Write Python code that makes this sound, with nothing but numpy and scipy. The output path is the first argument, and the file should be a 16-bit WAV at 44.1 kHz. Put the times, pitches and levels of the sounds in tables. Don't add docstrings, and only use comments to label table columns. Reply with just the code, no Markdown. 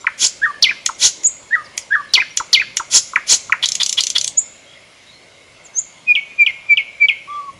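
import sys
import numpy as np
from scipy import signal
from scipy.fft import rfft, irfft, next_fast_len
from scipy.io import wavfile
from scipy.ndimage import uniform_filter1d

SR = 44100
rng = np.random.default_rng(int(sys.argv[2]) if len(sys.argv) > 2 else 0)


def file_out(sig):
    cols = np.atleast_2d(sig).T
    lim = np.clip(cols, -1, 1)
    pcm = np.round(lim * 32767).astype(np.int16)
    wavfile.write(sys.argv[1], SR, pcm)


def undo_db(level):
    steps = np.asarray(level, float) / 20
    return 10 ** steps


N = 334719
T = np.arange(N) / SR


def unit(x):
    return x / np.sqrt(np.mean(x ** 2) + 1e-20)


def seconds(length_s):
    return np.arange(round(length_s * SR)) / SR


def along(points, hz):
    f, v = np.transpose(points)
    return np.interp(np.log(hz + 1), np.log(f + 1), v)


def filtered(x, response):
    m = next_fast_len(len(x) + 4096)
    return irfft(rfft(x, m) * response(np.fft.rfftfreq(m, 1 / SR)), m)[:len(x)]


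def coloured(points):
    return lambda f: undo_db(along(points, f))


def noise(response, size=N):
    return unit(filtered(rng.standard_normal(size), response))


def resonance(hz, width_hz, order=1):
    return lambda f: (1j * f * width_hz / (hz * hz - f * f + 1j * f * width_hz)) ** order


def add(track, s, x):
    part = track[round(s * SR):][:len(x)]
    part += x[:len(part)]


GLIDES = { "tick": ((1600, 942, 4.2), (.017, .002, 0.00087, 2800, 0.0065), -17.5),
          "tock": ((1800, 800, 2.22), (0.02, 0.0017, 0.0044, 1520, 0.003), -16), "hook": ((3030, 880, 3.6),
          (.027, 0.0015, 0.0044, 1900, .003), -29.5), "flick": ((3300, 6940, 1.1),
          (.013, 0.0042, 0.00055, 3500, .002), -6), "sip": ((6630, 8100, -3.5),
          (0.04, 0.019, .004, 420, 0.0046), -34.5), "rise": ((6000, 7760, -5),
          (0.072, 0.066, .008, 300, .008), -27), "fall": ((8000, 5600, -1.6), (0.06, .035, .006, 400, .009),
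          -11.5), "pipe": ((2420, 2285, 0.52), (.08, 0.037, 0.024, 100, 0.011), -35),
          "drop": ((3500, 2300, 1.9), (.019, 0.0018, 0.013, 300, 0.0045), -28),
          "settle": ((2290, 2175, 3.5), (0.038, 0.0044, .028, 300, 0.011), -28.5),
          "linger": ((2185, 2215, 1.7), (0.16, 0.0068, 0.023, 120, 0.036), -20), "slide": ((5600, 4000, -2),
          (0.049, 0.034, 0.0035, 900, .005), -6), }


def glide(pitch, effort):
    first_hz, last_hz, bend = pitch
    length, attack, hold, fade_db, release = effort
    at = np.arange(0, length, 1 / 2000)
    moved = np.expm1(-bend * at / length) / np.expm1(-bend)

    def edge(left):
        return -43.5 * np.clip(left, 0, 1) ** 1.78

    level = edge(1 - at / attack) + edge(1 - (length - at) / release)
    level -= fade_db * np.clip(at - attack - hold, 0, 1)
    return at, first_hz + (last_hz - first_hz) * moved, level


# time after the start in seconds, pitch in Hz, level in dB.
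ARCH = [(0, 1493, -41.5), (.008, 1580, -11.5), (.03, 1720, 2.5), (.043, 1900, -7.5), (.05, 1680, 4),
        (.056, 1330, -15), (.064, 1200, -14), (.106, 1140, -17), (.114, 1060, -32)]
SWOOP = [(0, 3030, -13), (.003, 3880, -7), (.007, 4663, -0.5), (.012, 4085, -4.5), (.018, 3094, -1),
         (.026, 2502, -8.5), (.036, 2200, -15), (.048, 2066, -6), (.064, 2130, -19)]
CURL = [(0, 2214, -32), (.005, 2302, -10), (.012, 2520, -9), (.017, 2615, -12.5), (.022, 2207, -15),
        (.026, 1800, -12), (.03, 1620, -11.5), (.035, 1360, -30.5), (.038, 1250, -39)]
SEEP = [(0, 7070, -34), (.011, 6950, -15), (.014, 6880, -8.5), (.026, 6764, -1.5), (.035, 6800, -4),
        (.043, 7450, -1.5), (.047, 7690, -10), (.058, 7950, -28.5)]
HOOT = [(0, 1072, -18), (.008, 1126, -9), (.03, 1168, 2), (.115, 1172, 2), (.14, 1134, 1), (.2, 1135, -3),
        (.228, 1096, -2.5), (.244, 1065, -30)]
BENT = {"arch": (ARCH, -36.5), "swoop": (SWOOP, -26), "curl": (CURL, -21),
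        "seep": (SEEP, -28), "hoot": (HOOT, -37)}
SYLLABLES = {"chiwoo": [("flick", 0, 2.5), ("swoop", .0046, 0), ("curl", .0686, 0)],
             "tuck": [("tick", 0, -13.5), ("hook", .0265, 0)], "tew": [("drop", 0, 0),
             ("settle", .0165, -7.5), ("linger", .05, -26)]}
PHRASE_ONE = { "tuck": [(.0435, -8.5, 0.95, 0.89), (3.1335, -6, 0.97, 0.91), (3.4955, -5.5, 0.99, 0.98)],
              "tock": [(.8885, -20.5, 0.95, 0.94), (2.3985, -17.5, 0.97, 1.01), (2.796, -19, .99, 1.08)],
              "arch": [(.413, -6, 1.004, 0.88), (1.503, -10, 1.06, 1.01), (1.902, -6.5, 1.001, 1.01)],
              "chiwoo": [(.6225, -4.5, 1, 0.94), (2.1345, -3.5, 1.003, 0.9), (2.528, -3, 1.005, 0.95)],
              "seep": [(1.232, -4.5, 1.001, 0.97)], "slide": [(1.625, -43.5, 1.01, 1.01)],
              "sip": [(4.368, -5.5, 1.003, 0.74)]}
PHRASE_TWO = { "fall": [(5.625, -40.5, 1.01, 0.93)], "rise": [(5.733, -11.5, 1.028, 0.97)],
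              "pipe": [(6.06, -9.5, 1.053, 0.9), (6.372, -9.5, 1.018, 0.86), (6.679, -9.5, 1.001, 0.83),
              (6.991, -9.5, 0.99, 0.92)], "tew": [(6.151, -10, 1.02, .95), (6.4625, -9, 0.98, 0.89),
              (6.771, -8.5, 1.001, 0.9), (7.084, -7.5, 0.99, 0.99)], "hoot": [(7.274, -27, 1.001, 0.98)]}


def gestures():
    shapes = {}
    for name, (pitch, effort, breath_db) in GLIDES.items():
        shapes[name] = glide(pitch, effort), breath_db
    for name, (rows, breath_db) in BENT.items():
        shapes[name] = np.transpose(rows), breath_db
    song = []
    for name, notes in {**PHRASE_ONE, **PHRASE_TWO}.items():
        for s, db, higher, longer in notes:
            for part, later, part_db in SYLLABLES.get(name, [(name, 0, 0)]):
                song.append((*shapes[part], s + later * longer, db + part_db, higher, longer))
    return song


# multiple of the pitch, level in dB.
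OVERTONES = [(2, -33.5), (3, -46)]


def whistles():
    waver_hz, waver_pitch, waver_db = 47, 0.0036, 0.64
    full_voice_db = -9
    out = np.zeros(N)
    breath = noise(lambda f: 1 / (1 + (f / 1500) ** 2))
    drift, sway = (noise(lambda f: f < waver_hz) for _ in range(2))
    for (at, pitch, level), breath_db, s, db, higher, longer in gestures():
        t = seconds(at[-1] * longer)
        span = slice(round(s * SR), round(s * SR) + len(t))

        def smooth(v):
            return uniform_filter1d(np.interp(t, at * longer, v), size=66, mode="nearest")

        level_db = smooth(level)
        hz = smooth(pitch * higher) * (1 + waver_pitch * drift[span])
        turn = 2 * np.pi * np.cumsum(hz) / SR
        effort = undo_db(level_db + min(db - full_voice_db, 0))
        overtones = sum(undo_db(g) * np.sin(k * turn) for k, g in OVERTONES if k * pitch.min() < 9000)
        tone = np.sin(turn) + effort * overtones
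        haze = 1 + undo_db(breath_db) * breath[span]
        add(out, s, np.sqrt(2) * undo_db(db + level_db + waver_db * sway[span]) * tone * haze)
    return out


# first click in seconds, peak level in dB.
TRILL = [(3.6573, -3.5), (3.8318, -2.5), (4.0064, -3), (4.182, -3.5)]
# centre in Hz, width in Hz.
TRILL_THROAT = [
    (3700, 3100),
    (4500, 2600),
]


def trill():
    gap_s, slows_s = .03, 0.0017
    low_db, opening_db, spray_db = -7.5, 9.5, -33.5
    rattle = []
    for s, db in TRILL:
        for k in range(4):
            start = s + k * gap_s + k * (k - 1) / 2 * slows_s
            rattle.append((start, db, low_db + opening_db * (k == 0), spray_db, TRILL_THROAT[k == 0]))
    return rattle


# peak in seconds, level in dB, lower resonance in dB, spray above 8 kHz in dB.
CLICKS = [(0.8615, 2, -8, -33), (1.2344, -19.5, -6.5, -32), (1.7774, -4.5, -6, -19),
          (2.3724, 1.5, -8.5, -55), (2.7696, 1.5, -7, -48)]
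# centre in Hz, width in Hz.
CLICK_MODES = [
    (3000, 4000),
    (6400, 2820),
    (10200, 2000),
]


def clicks():
    out = np.zeros(N)
    t = np.arange(SR // 20) / SR - .01
    swelling, away = t < 0, np.abs(t)
    snap = np.exp(-(away / np.where(swelling, .0008, .002)) ** 1.18)
    skirt = np.where(swelling, .03, .12) * np.exp(-away / np.where(swelling, .003, .014))
    puff = snap + skirt
    lone = [(*row, CLICK_MODES[0]) for row in CLICKS]
    for s, db, low_db, spray_db, throat in lone + trill():
        modes = [throat, *CLICK_MODES[1:]]
        bands = [unit(puff * noise(resonance(*mode, order=3), size=len(t))) for mode in modes]
        add(out, s - .009, undo_db(db - 19.5) * (undo_db([low_db, 0, spray_db]) @ bands))
    return out


# peak in seconds, level in dB, width factor, time the first streak passes 5 kHz in seconds.
RASPS = [(0.241, -10.5, 1.1, .204), (1.05, -8.5, 1.1, 1.018), (2.959, -7, 1, 2.922),
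         (3.324, -7, 0.99, 3.285)]
# frequency in Hz, level in dB per Hz.
RASP_COLOUR = [(350, -33), (600, -27.5), (1220, -40), (1430, -17.5), (2190, -23.5), (3290, -15.5),
               (3720, -15.5), (6490, -4), (7240, -5.5), (8180, -16), (9900, -14.5), (10900, -28.5),
               (15500, -39.5)]


def rasps():
    climb_s = .051
    rise_s, fall_s, roundness = 0.036, 0.033, 2
    source = undo_db(8.5) * rng.standard_normal(N)
    t = seconds(.078)
    sweep_turn = 2 * np.pi * 1800 * climb_s * np.expm1(t / climb_s)
    for *_, first in RASPS:
        foot = first - climb_s * np.log(5000 / 1800)
        for k, (late, size, phase) in enumerate(rng.random((24, 3))):
            flutter = noise(lambda f: f < 60, size=len(t))
            if k % 6 == 0:
                start, strong_db = foot + k * .00385, 2 - .7 * abs(k - 10)
            else:
                start, strong_db = foot + k * .00385 + .004 * (late - .5), -8 - 5 * size
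            streak = np.clip(t / 0.019, 0, 1) * np.sin(sweep_turn + 2 * np.pi * phase)
            add(source, start, undo_db(strong_db + 3 + 4.75 * flutter) * streak)
    source = filtered(source, coloured(RASP_COLOUR))
    out = np.zeros(N)
    for s, db, wider, _ in RASPS:
        span = slice(round((s - 0.063 * wider) * SR), round((s + .056 * wider) * SR))
        away = np.abs(T[span] - s) / (wider * np.where(T[span] < s, rise_s, fall_s))
        swell_db = db - 10 * away ** roundness
        out[span] = unit(source[span]) * undo_db(swell_db) * signal.windows.tukey(len(away), .15)
        out[span] += undo_db(2 * swell_db - 14.0) * noise(resonance(500, 1400), size=len(away))
    return out


# start in seconds, length in seconds, centre in Hz,
# level in dB, pulse rate in Hz.
BUZZES = [(3.623, 0.032, 3343, -11, 496), (3.795, 0.035, 3580, -12, 564.4), (3.968, 0.04, 3260, -12.5, 604),
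          (4.148, 0.03, 3420, -11, 686)]
# frequency in Hz, level in dB per Hz.
BUZZ_COLOUR = [(180, -63.5), (300, -40), (2040, -12.5), (2320, -13), (3550, -10), (4690, -9.5),
               (10500, -27.5), (12100, -32.5), (15000, -84)]
# start in seconds, length in seconds, centre in Hz, level in dB.
GRUNT = (2.167, 0.028, 1000, -23)


def buzzes():
    hiss, noisy, speeds_up = 0.59, 0.32, .3
    out = np.zeros(N)

    def arc(t, length):
        return np.sin(np.pi * t / length) ** 1.26

    for s, length, hz, db, rate_hz in BUZZES:
        t = seconds(length)
        jitter = 0.029 * noise(lambda f: f < 250, size=len(t))
        rate = rate_hz * (1 + speeds_up * (t / length - .6) + jitter)
        pulses = np.diff(np.floor(np.cumsum(rate) / SR), prepend=0)
        pulses = pulses * undo_db(3.6 * rng.standard_normal(len(t)))
        source = unit(pulses) + noisy * rng.standard_normal(len(t))
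        core = unit(filtered(source, resonance(hz, 900, order=2)))
        breathy = source + 2.1 * rng.standard_normal(len(t))
        wide = unit(filtered(breathy, coloured(BUZZ_COLOUR)))
        rumble = undo_db(-27) * noise(resonance(540, 1600), size=len(t))
        add(out, s, undo_db(db) * arc(t, length) * (unit(core + hiss * wide) + rumble))
    s, length, hz, db = GRUNT
    t = seconds(length)
    add(out, s, undo_db(db) * arc(t, length) * noise(resonance(hz, 1400, order=2), size=len(t)))
    return out


# start in seconds, end in seconds, pitch in Hz, level in dB.
WHINES = [(2.936, 3.2, 10165, -31), (2.95, 3.25, 9470, -42), (3.27, 3.49, 10165, -38),
          (4.16, 4.31, 10165, -39), (6.15, 6.3, 8800, -62)]


def whines():
    out = np.zeros(N)
    for s, end, hz, db in WHINES:
        sinking_db = db - 130 * np.clip(T - s, 0, 1)
        tremble_db = 2.5 * np.sin(2 * np.pi * 14 * (T - s))
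        edges = np.clip((T - s) / .004, 0, 1) * np.clip((end - T) / .004, 0, 1)
        out += undo_db(sinking_db + tremble_db) * edges * np.sin(2 * np.pi * hz * T)
    return out


# delay in seconds, level in dB.
TWIGS = [(.00091, -11), (.00207, -8), (.00302, -10), (.0061, -18)]
# frequency in Hz, time to fall 60 dB in seconds.
LEAVES = [(500, .4), (1500, 0.49), (1900, 0.44), (2220, 0.94), (2650, 0.6), (6000, 0.5), (8000, 0.56),
          (12000, 0.1)]


def foliage(x):
    def twigs(f):
        echoes = sum(undo_db(db) * np.exp(-2j * np.pi * f * delay) for delay, db in TWIGS)
        return 1 + echoes / (1 + (f / 5000) ** 4)

    near = filtered(x, twigs)
    out, step = near.copy(), SR // 6
    for start in range(0, N, step):
        hz, t, z = signal.stft(rng.standard_normal(SR // 2), SR, nperseg=256)
        fading = undo_db(-60 * t / along(LEAVES, hz)[:, None]) + undo_db(13 - 60 * t / 0.088)
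        tail = signal.istft(z * fading, SR, nperseg=256)[1]
        tail = np.pad(tail / np.linalg.norm(tail), (round(.004 * SR), 0))
        add(out, start / SR, undo_db(-10.0) * signal.fftconvolve(x[start:start + step], tail))
    return out


# start in seconds, length in seconds, first pitch in Hz, last pitch in Hz, level in dB.
FAR_BIRDS = [(5.055, .075, 3800, 3850, -45), (5.11, .085, 4180, 4150, -49), (4.65, .12, 3200, 3350, -52),
             (4.74, .07, 1950, 2050, -56), (4.4, .12, 5600, 5000, -54), (2.085, .045, 3950, 3950, -45),
             (.945, .022, 5850, 5850, -44), (2.3, .04, 5700, 5750, -45), (7.28, .13, 3400, 3300, -52),
             (0, .04, 7300, 7300, -49), (0, .04, 5900, 5900, -50), (5.53, .08, 2750, 2600, -53),
             (1.8, .04, 5800, 4600, -45)]


def far_birds():
    out = np.zeros(N)
    for s, length, first_hz, last_hz, db in FAR_BIRDS:
        t = seconds(length)
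        turn = 2 * np.pi * (first_hz * t + (last_hz - first_hz) * t ** 2 / (2 * length))
        flicker = 1 + noise(lambda f: 1 / (1 + (f / 110) ** 2), size=len(t))
        add(out, s, undo_db(db) * signal.windows.tukey(len(t), .5) * flicker * np.sin(turn))
    return out


# frequency in Hz, level in dB per Hz.
HUSH = [(12, -48.5), (20, -18.5), (108, -6), (228, -8), (483, -9.5), (553, -3.5), (804, -12), (969, -10),
        (1700, -13.5), (2160, -11.5), (2470, -11.5), (2680, -10), (7030, -19), (9430, -22.5),
        (12000, -40.5), (15600, -75.5), (22000, -120)]
# centre in Hz, width in Hz, level in dB.
INSECT = (2146, 210, -53.5)


def hush():
    z = signal.stft(rng.standard_normal(N), nperseg=512)[2]
    patches = uniform_filter1d(rng.standard_normal(z.shape), size=3, axis=0)
    patches = uniform_filter1d(patches, size=25, axis=1)
    air = signal.istft(z * undo_db(2.2 * unit(patches)), nperseg=512)[1][:N]
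    air = unit(filtered(air, coloured(HUSH)))
    settles_db = 2 * np.clip((T - 4.4) / 0.5, 0, 1)
    hz, width_hz, db = INSECT
    flicker_db = 2.4 * noise(lambda f: f < 12)
    insect = undo_db(db + flicker_db) * noise(resonance(hz, width_hz, order=2))
    return undo_db(-50.5 + 5.5 - settles_db) * air + insect


def scene():
    bird = undo_db(-1.0) * (whistles() + clicks() + rasps() + buzzes())
    return (foliage(bird + far_birds()) + hush())[None]


# first bin and end bin of 172 Hz, trim in dB, ducking under low whistles.
TOP_BANDS = [(46, 52, -2, .3), (52, 61, 0.5, .003), (61, 70, -4, .003), (70, 81, -10.5, .003),
             (81, 92, -16, 0.0036)]


def rebuilt_treble(x):
    lift = 44
    z = signal.stft(x, nperseg=256)[2]
    fill = signal.stft(rng.standard_normal(N), nperseg=256)[2]

    def energy(v):
        return np.abs(uniform_filter1d(np.mean(np.abs(v) ** 2, axis=0), size=5)) + 1e-20

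    out = z.copy()
    out[46:] = 0
    whistling = energy(z[7:17])
    for lo, hi, db, duck in TOP_BANDS:
        lifted, grain = z[lo - lift:hi - lift], fill[lo:hi]
        mix = 0.93 * lifted / np.sqrt(energy(lifted)) + .5 * grain / np.sqrt(energy(grain))
        ducked = energy(z[lo:hi]) / (1 + duck * whistling / energy(lifted))
        out[lo:hi] = undo_db(db) * mix * np.sqrt(ducked)
    return signal.istft(out, nperseg=256)[1][:N]


def roll_off(x):
    return signal.sosfilt(signal.butter(12, 15660, fs=SR, output="sos"), x)


def record(dry):
    bent = dry[0] / (1 + np.abs(dry[0] / 0.87) ** 8) ** (1 / 8)
    mix = rebuilt_treble(bent) + whines()
    return roll_off(mix[None])


dry = scene()
out = record(dry)
file_out(out)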